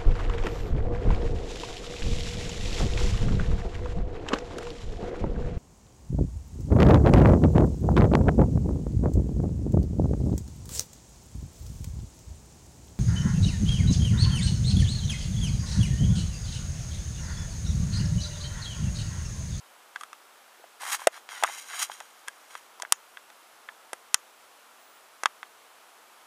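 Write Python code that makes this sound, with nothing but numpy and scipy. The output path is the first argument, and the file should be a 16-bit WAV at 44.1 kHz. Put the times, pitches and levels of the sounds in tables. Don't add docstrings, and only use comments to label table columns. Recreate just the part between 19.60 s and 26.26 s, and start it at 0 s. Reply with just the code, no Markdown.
import sys
import numpy as np
from scipy import signal
from scipy.fft import rfft, irfft
from scipy.io import wavfile
from scipy.ndimage import uniform_filter1d, map_coordinates

SR = 44100
rng = np.random.default_rng(int(sys.argv[2]) if len(sys.argv) > 2 else 0)


def generate_wav(signal):
    frames = np.transpose(np.atleast_2d(signal))
    scaled = np.clip(frames, -1, 1) * 32767
    pcm = np.round(scaled).astype(np.int16)
    wavfile.write(sys.argv[1], SR, pcm)


N = 293882
TIME = np.arange(N) / SR
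BAND_EDGE_HZ, HISS_EDGE_HZ = 16300, 15400
IMPACT_RISE_S = .0005


def amp(db):
    return 10 ** (np.asarray(db) / 20)


def unit_rms(x):
    return x / np.sqrt(np.mean(x ** 2) + 1e-20)


def unit_energy(x):
    return x / np.sqrt(np.sum(x ** 2) / (.005 * SR) + 1e-20)


def colour(x, spectrum, peaks=()):
    hz = np.fft.rfftfreq(4096, 1 / SR)
    points_hz, points_db = np.transpose(spectrum)
    db = np.interp(np.log(hz + 1), np.log(points_hz + 1), points_db)
    db += sum(rise / (1 + (2 * (hz - centre) / width) ** 2) for centre, width, rise in peaks)
    log_gain = np.log(amp(np.r_[db, db[-2:0:-1]]))
    taps = np.fft.ifft(np.exp(np.conj(signal.hilbert(log_gain)))).real
    return signal.fftconvolve(x, taps)[:len(x)]


def low_pass(x, hz):
    return signal.oaconvolve(x, signal.firwin(255, hz, window=("kaiser", 9), fs=SR), "same")


def low_cut(x, hz):
    return signal.sosfilt(signal.butter(N=2, Wn=hz, btype="high", fs=SR, output="sos"), x)


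def wobble(per_s):
    knots = rng.standard_normal(N // 20)
    return unit_rms(np.interp(TIME * per_s, np.arange(len(knots)), knots))


def add(mix, start_s, sound):
    part = mix[round(start_s * SR):][:len(sound)]
    part += sound[:len(part)]


# frequency_hz, relative_db
AIR_SPECTRUM = [(25, -64.5), (60, -37.5), (110, -20), (165, -22.5), (230, -15), (310, -7), (420, -4.5),
                (740, 1.5), (1300, 2), (1900, -4.5), (3200, -6.5), (4500, -10.5), (10900, -13),
                (15500, -17.5)]
# start_s, end_s, pitch_hz, level_db
WHINE_TONES = [(0, 6.7, 229, -85), (0, 6.7, 457, -80), (0, 6.7, 7860, -81), (0, 3.55, 11090, -86),
               (3.55, 6.7, 11090, -78), (5.19, 5.39, 15046, -68)]
def background(noise_db=-55, waver_db=0.06, drift=.0005, fade_s=0.0092):
    gain = amp(noise_db + waver_db * wobble(per_s=12))
    out = gain * unit_rms(colour(rng.standard_normal(N), AIR_SPECTRUM))
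    for start, end, hz, db in WHINE_TONES:
        gate = np.clip(np.minimum(TIME - start, end - TIME) / fade_s, 0, 1)
        turns = np.cumsum(hz * (1 + drift * wobble(per_s=40))) / SR
        out += amp(db) * gate * np.sqrt(2) * np.sin(2 * np.pi * turns)
    return out


def room(x, tail_db=-25, t60_s=0.029):
    t = np.arange(SR // 3) / SR
    tail = colour(rng.standard_normal(len(t)), [(100, -10), (1200, 0), (3000, -7), (12000, -24)])
    tail *= amp(-60 * t / t60_s) * (t > .005)
    return x + amp(tail_db) * signal.fftconvolve(x, tail / np.linalg.norm(tail))[:N]


def fibres(per_s, spread_db, smooth_db):
    size = amp(spread_db * np.minimum(rng.exponential(1, N), 4))
    slips = size * rng.choice([-1, 1], N) * (rng.random(N) < per_s / SR)
    return unit_rms(slips) + amp(smooth_db) * rng.standard_normal(N)


# centre_hz, width_hz, gain_db
RUB_RESONANCES = [(1130, 90, 2), (1566, 78, 8), (2120, 140, 9.5), (2640, 960, 5.5), (3195, 260, 12.5),
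                  (3960, 300, 13), (4820, 250, 10.5), (5690, 650, 12), (6730, 440, 13), (7650, 117, -23),
                  (8840, 200, 12), (9860, 74, 13), (13000, 1400, 6)]
# time_s, resonant_share
FIRMNESS = [(1.35, .45), (1.7, .95), (2.3, 1), (2.95, .8)]
def cloth(slips, spectrum):
    share = np.interp(TIME, *np.transpose(FIRMNESS))
    plain = unit_rms(colour(slips, spectrum))
    resonant = unit_rms(colour(slips, spectrum, RUB_RESONANCES))
    return (1 - share) * plain + share * resonant


def wander(x, drift):
    position = np.arange(N) + drift * np.cumsum(wobble(per_s=9))
    return map_coordinates(x, [position], order=3, mode="mirror")


def stroke(start, length, swell_db, attack_s=0.015, release_s=0.011):
    t = TIME - start
    attack = np.clip(1 + t / attack_s, 0, 1)
    swell = amp(swell_db * (np.clip(t / length, 0, 1) - 1))
    release = np.exp(-np.maximum(t - length, 0) / release_s)
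    return attack * swell * release


RASP_SWELL = 0.57
# frequency_hz, relative_db
HISS_SPECTRUM = [(200, -31.5), (1200, -13), (2500, -2.5), (4300, -7.5), (5500, -4), (8000, 2.5),
                 (11000, -2), (13000, -8.5), (15500, -11)]
RASP_SPECTRUM = [(40, -39), (160, -69), (300, -16), (500, -31), (720, 1), (1100, 5), (1800, 4.5),
                 (2600, -5.5), (4500, -10), (12000, -47)]
# time_s, level_db
BRUSH_LEVELS = [(2.2, -70), (2.28, -56), (2.37, -54.5), (2.48, -62.5), (2.6, -66), (2.8, -65.5),
                (2.97, -64.5), (3.08, -68)]
# start_s, length_s, final_hiss_db, final_rasp_db, swell_db
RUB_STROKES = [(0.397, .040, -61, -61, -4), (1.21, 0.11, -35.5, -37, 10), (1.329, .022, -30.5, -33, 1),
               (1.397, 0.047, -47.5, -47, 2.5), (1.528, 0.05, -49, -46.5, 7),
               (1.700, 0.23, -44, -43.5, 4.5), (1.942, 0.055, -41, -46.5, 3.5),
               (2.015, 0.074, -50, -58, -1), (2.091, 0.13, -32, -35, 18), (2.23, .022, -42, -53, -15.5),
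               (2.317, 0.023, -53, -69, 1), (2.912, 0.073, -58, -59, -2.5)]
def rubbing(judder_db=0.87, rasp_drift=.025, brush_rasp_db=-1):
    hiss = cloth(fibres(per_s=2000, spread_db=4.0, smooth_db=-3.5), HISS_SPECTRUM)
    rasp = cloth(fibres(per_s=730, spread_db=-2, smooth_db=-4.0), RASP_SPECTRUM)
    rasp = wander(rasp, rasp_drift)
    hiss_gain = amp(np.interp(TIME, *np.transpose(BRUSH_LEVELS), left=-200, right=-200))
    rasp_gain = amp(brush_rasp_db) * hiss_gain
    for start, length, hiss_db, rasp_db, swell_db in RUB_STROKES:
        hiss_gain += amp(hiss_db) * stroke(start, length, swell_db)
        rasp_gain += amp(rasp_db) * stroke(start, length, RASP_SWELL * swell_db)
    return (hiss * hiss_gain + rasp * rasp_gain) * amp(judder_db * wobble(per_s=140))


def onset(t, rise_s=IMPACT_RISE_S):
    return 1 - np.exp(-t / rise_s)


def burst(envelope, passes=3):
    slips = envelope * rng.standard_normal(len(envelope))
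    for _ in range(passes):
        phases = np.angle(rfft(slips))
        slips = irfft(np.exp(1j * phases), len(envelope)) * envelope ** .25
    return slips


# frequency_hz, relative_db
BODY_SPECTRUM = [(200, -30), (600, -9), (1050, 0), (1600, -1), (2600, -10), (6000, -36), (14000, -65)]
def knock(t, hz, cycles, body_db=-11, body_decay_s=0.0052):
    damping = np.exp(-(t * hz / cycles / 2) ** 1.5)
    tone = low_cut(np.sin(2 * np.pi * hz * t) * onset(t) * damping, hz / 2)
    murmur = burst(onset(t, rise_s=0.00059) * np.exp(-t / body_decay_s), passes=1)
    return unit_energy(tone) + amp(body_db) * unit_energy(colour(murmur, BODY_SPECTRUM))


# pitch_hz, relative_db, t60_s
PLASTIC_MODES = [(1244, 9, 0.012), (1548, 5.5, 0.021), (1985, 5.5, 0.016), (2530, 3.5, 0.013),
                 (3314, 5.5, 0.0096)]
def clack(t):
    ring = sum(amp(db - 60 * t / t60) * np.sin(2 * np.pi * hz * t) for hz, db, t60 in PLASTIC_MODES)
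    return unit_energy(ring * onset(t))


def bump(hz, clack_db=-13):
    t = np.arange(SR // 20) / SR
    return knock(t, hz, cycles=0.82) + amp(clack_db) * clack(t)


def snags(per_stroke=3, above_rasp_db=-2, spread_db=4, low_hz=810, high_hz=1700):
    out = np.zeros(N)
    for start, length, _, final_rasp_db, swell_db in RUB_STROKES:
        for place, force, pitch in rng.random((per_stroke, 3)):
            rasp_db = final_rasp_db + RASP_SWELL * swell_db * (place - 1)
            db = rasp_db + above_rasp_db + spread_db * (2 * force - 1)
            add(out, start + place * length, amp(db) * bump(low_hz + pitch * (high_hz - low_hz)))
    return out


# start_s, level_db, pitch_hz
SOFT_IMPACTS = [(0.997, -52, 445), (1.0404, -45, 734), (1.2326, -35, 930), (1.4182, -37.5, 960),
                (1.8259, -26, 865), (1.8455, -19.5, 1230), (1.8767, -34, 1780), (1.8883, -38, 850),
                (1.897, -39, 880), (2.298, -33.5, 880), (2.4082, -38, 890), (3.232, -37, 730),
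                (3.2504, -36, 1580)]
def bumps():
    out = np.zeros(N)
    for start, db, hz in SOFT_IMPACTS:
        add(out, start, amp(db) * bump(hz))
    return out


# frequency_hz, relative_db
SNAP_SPECTRUM = [(100, -24), (600, -17), (2000, -10), (2700, -8), (3300, 3.5), (4100, -6), (5200, -1),
                 (6800, 0), (7600, -3), (9000, 1), (12000, -7), (16000, -19)]
RING_SPECTRUM = [(400, -30), (1100, 2), (1500, 0), (2300, -10), (3000, -5), (4200, -22), (5500, -8),
                 (6300, -2), (6950, 3), (7700, -18), (10000, -16), (14000, -35)]
def snap(t, hz, decay_s, peak_db=5, rattle_db=-15, rattle_t60_s=0.01, ring_db=-26, ring_t60_s=0.11):
    slips = burst(onset(t) * np.exp(-t / decay_s))
    slips = signal.lfilter(*signal.butter(N=2, Wn=min(1.6 * hz, BAND_EDGE_HZ), fs=SR), slips)
    crack = unit_energy(colour(slips, SNAP_SPECTRUM, [(hz, hz / 5, peak_db)]))
    after = colour(rng.standard_normal(len(t)), RING_SPECTRUM) * onset(t, rise_s=0.0026)
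    rattle = unit_energy(after * amp(-60 * t / rattle_t60_s))
    ring = unit_energy(after * amp(-60 * t / ring_t60_s))
    return crack + amp(rattle_db) * rattle + amp(ring_db) * ring


# snap_db, decay_s
SNAP_DECAYS = [(-17.5, 0.0016), (-9, 0.000522)]
# start_s, knock_db, knock_hz, knock_cycles, clack_db, snap_db, snap_hz
HARD_IMPACTS = [(0.3597, -31, 1600, 2.2, -34.5, -43.5, 3200), (0.410, -40.5, 1200, 4.8, -42.5, -45, 6800),
                (0.4343, -40, 1290, 2.1, -41, -45.5, 8500), (0.530, -44, 1230, 1.5, -42.5, -49, 5800),
                (1.3947, -43, 1020, 1, -44, -65, 3600), (1.471, -9.5, 631, 1.01, -15, -19, 8200),
                (1.6905, -39, 1600, 0.13, -53.5, -49, 3400), (1.8362, -18, 833, 1, -17.5, -24, 7560),
                (2.227, -33, 1480, 1, -32, -26, 9400), (2.3165, -48, 1570, 1.5, -41, -44, 3260),
                (2.403, -53, 1830, 1.4, -40, -44, 7050), (2.677, -57, 1630, 3, -40, -52, 4000),
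                (2.6823, -31.5, 1635, 3.6, -33.5, -36, 9100), (2.9526, -38, 1150, 0.36, -39, -50, 5000),
                (3.199, -39.5, 975, 2, -57.5, -47, 4500), (3.2212, -36.5, 1604, 1.8, -34, -31.5, 6250),
                (3.3232, -26, 1200, 2.2, -24.5, -10.5, 8200), (3.5712, -41.5, 1605, 2.4, -40.5, -54, 3100),
                (3.7012, -55, 890, 1.2, -49.5, -55, 3200), (4.0881, -35.5, 1720, 2.4, -38, -65, 3000),
                (4.3314, -33, 740, 0.29, -32.5, -35, 9200), (4.5434, -36, 1190, 1, -18.5, -13, 6800),
                (5.6347, -31.5, 940, 0.24, -28, -33, 6500), (5.6574, -19.5, 1220, 0.51, -19.5, -26, 4470),
                (5.83, -36.5, 1570, 0.53, -39.5, -51, 3100)]
def clicks(rebound_s=0.0022, rebound_db=-11):
    out, t = np.zeros(N), np.arange(SR // 5) / SR
    for start, knock_db, knock_hz, cycles, clack_db, snap_db, snap_hz in HARD_IMPACTS:
        decay_s = np.interp(snap_db, *np.transpose(SNAP_DECAYS))
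        crack = amp(clack_db) * clack(t) + amp(snap_db) * snap(t, snap_hz, decay_s)
        add(out, start, crack + amp(knock_db) * knock(t, knock_hz, cycles))
        add(out, start + rebound_s, amp(rebound_db) * crack)
    return out


def scene():
    hits = room(low_cut(clicks() + bumps() + snags(), hz=255))
    rubs = room(low_cut(rubbing(), hz=130))
    return (hits + low_pass(rubs + background(), HISS_EDGE_HZ))[None]


def record(dry, threshold_db=-21, recovery_db_per_s=260, share=0.41, lag_s=0.0056, lopsided=0.02):
    x = dry[0]
    power_db = 10 * np.log10(abs(uniform_filter1d(x ** 2, size=260)) + 1e-12)
    fall_db = TIME * recovery_db_per_s
    held_db = np.maximum.accumulate(power_db + fall_db) - fall_db
    over_db = uniform_filter1d(np.maximum(held_db - threshold_db, 0), size=180)
    duck_db = share * np.interp(TIME - lag_s, TIME, over_db)
    x = x * amp(-duck_db)
    ceiling = .7 * (1 - lopsided * np.sign(x))
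    x = x / (1 + (x / ceiling) ** 8) ** (1 / 8)
    return low_pass(x, BAND_EDGE_HZ)[None]


dry = scene()
out = record(dry)
generate_wav(out)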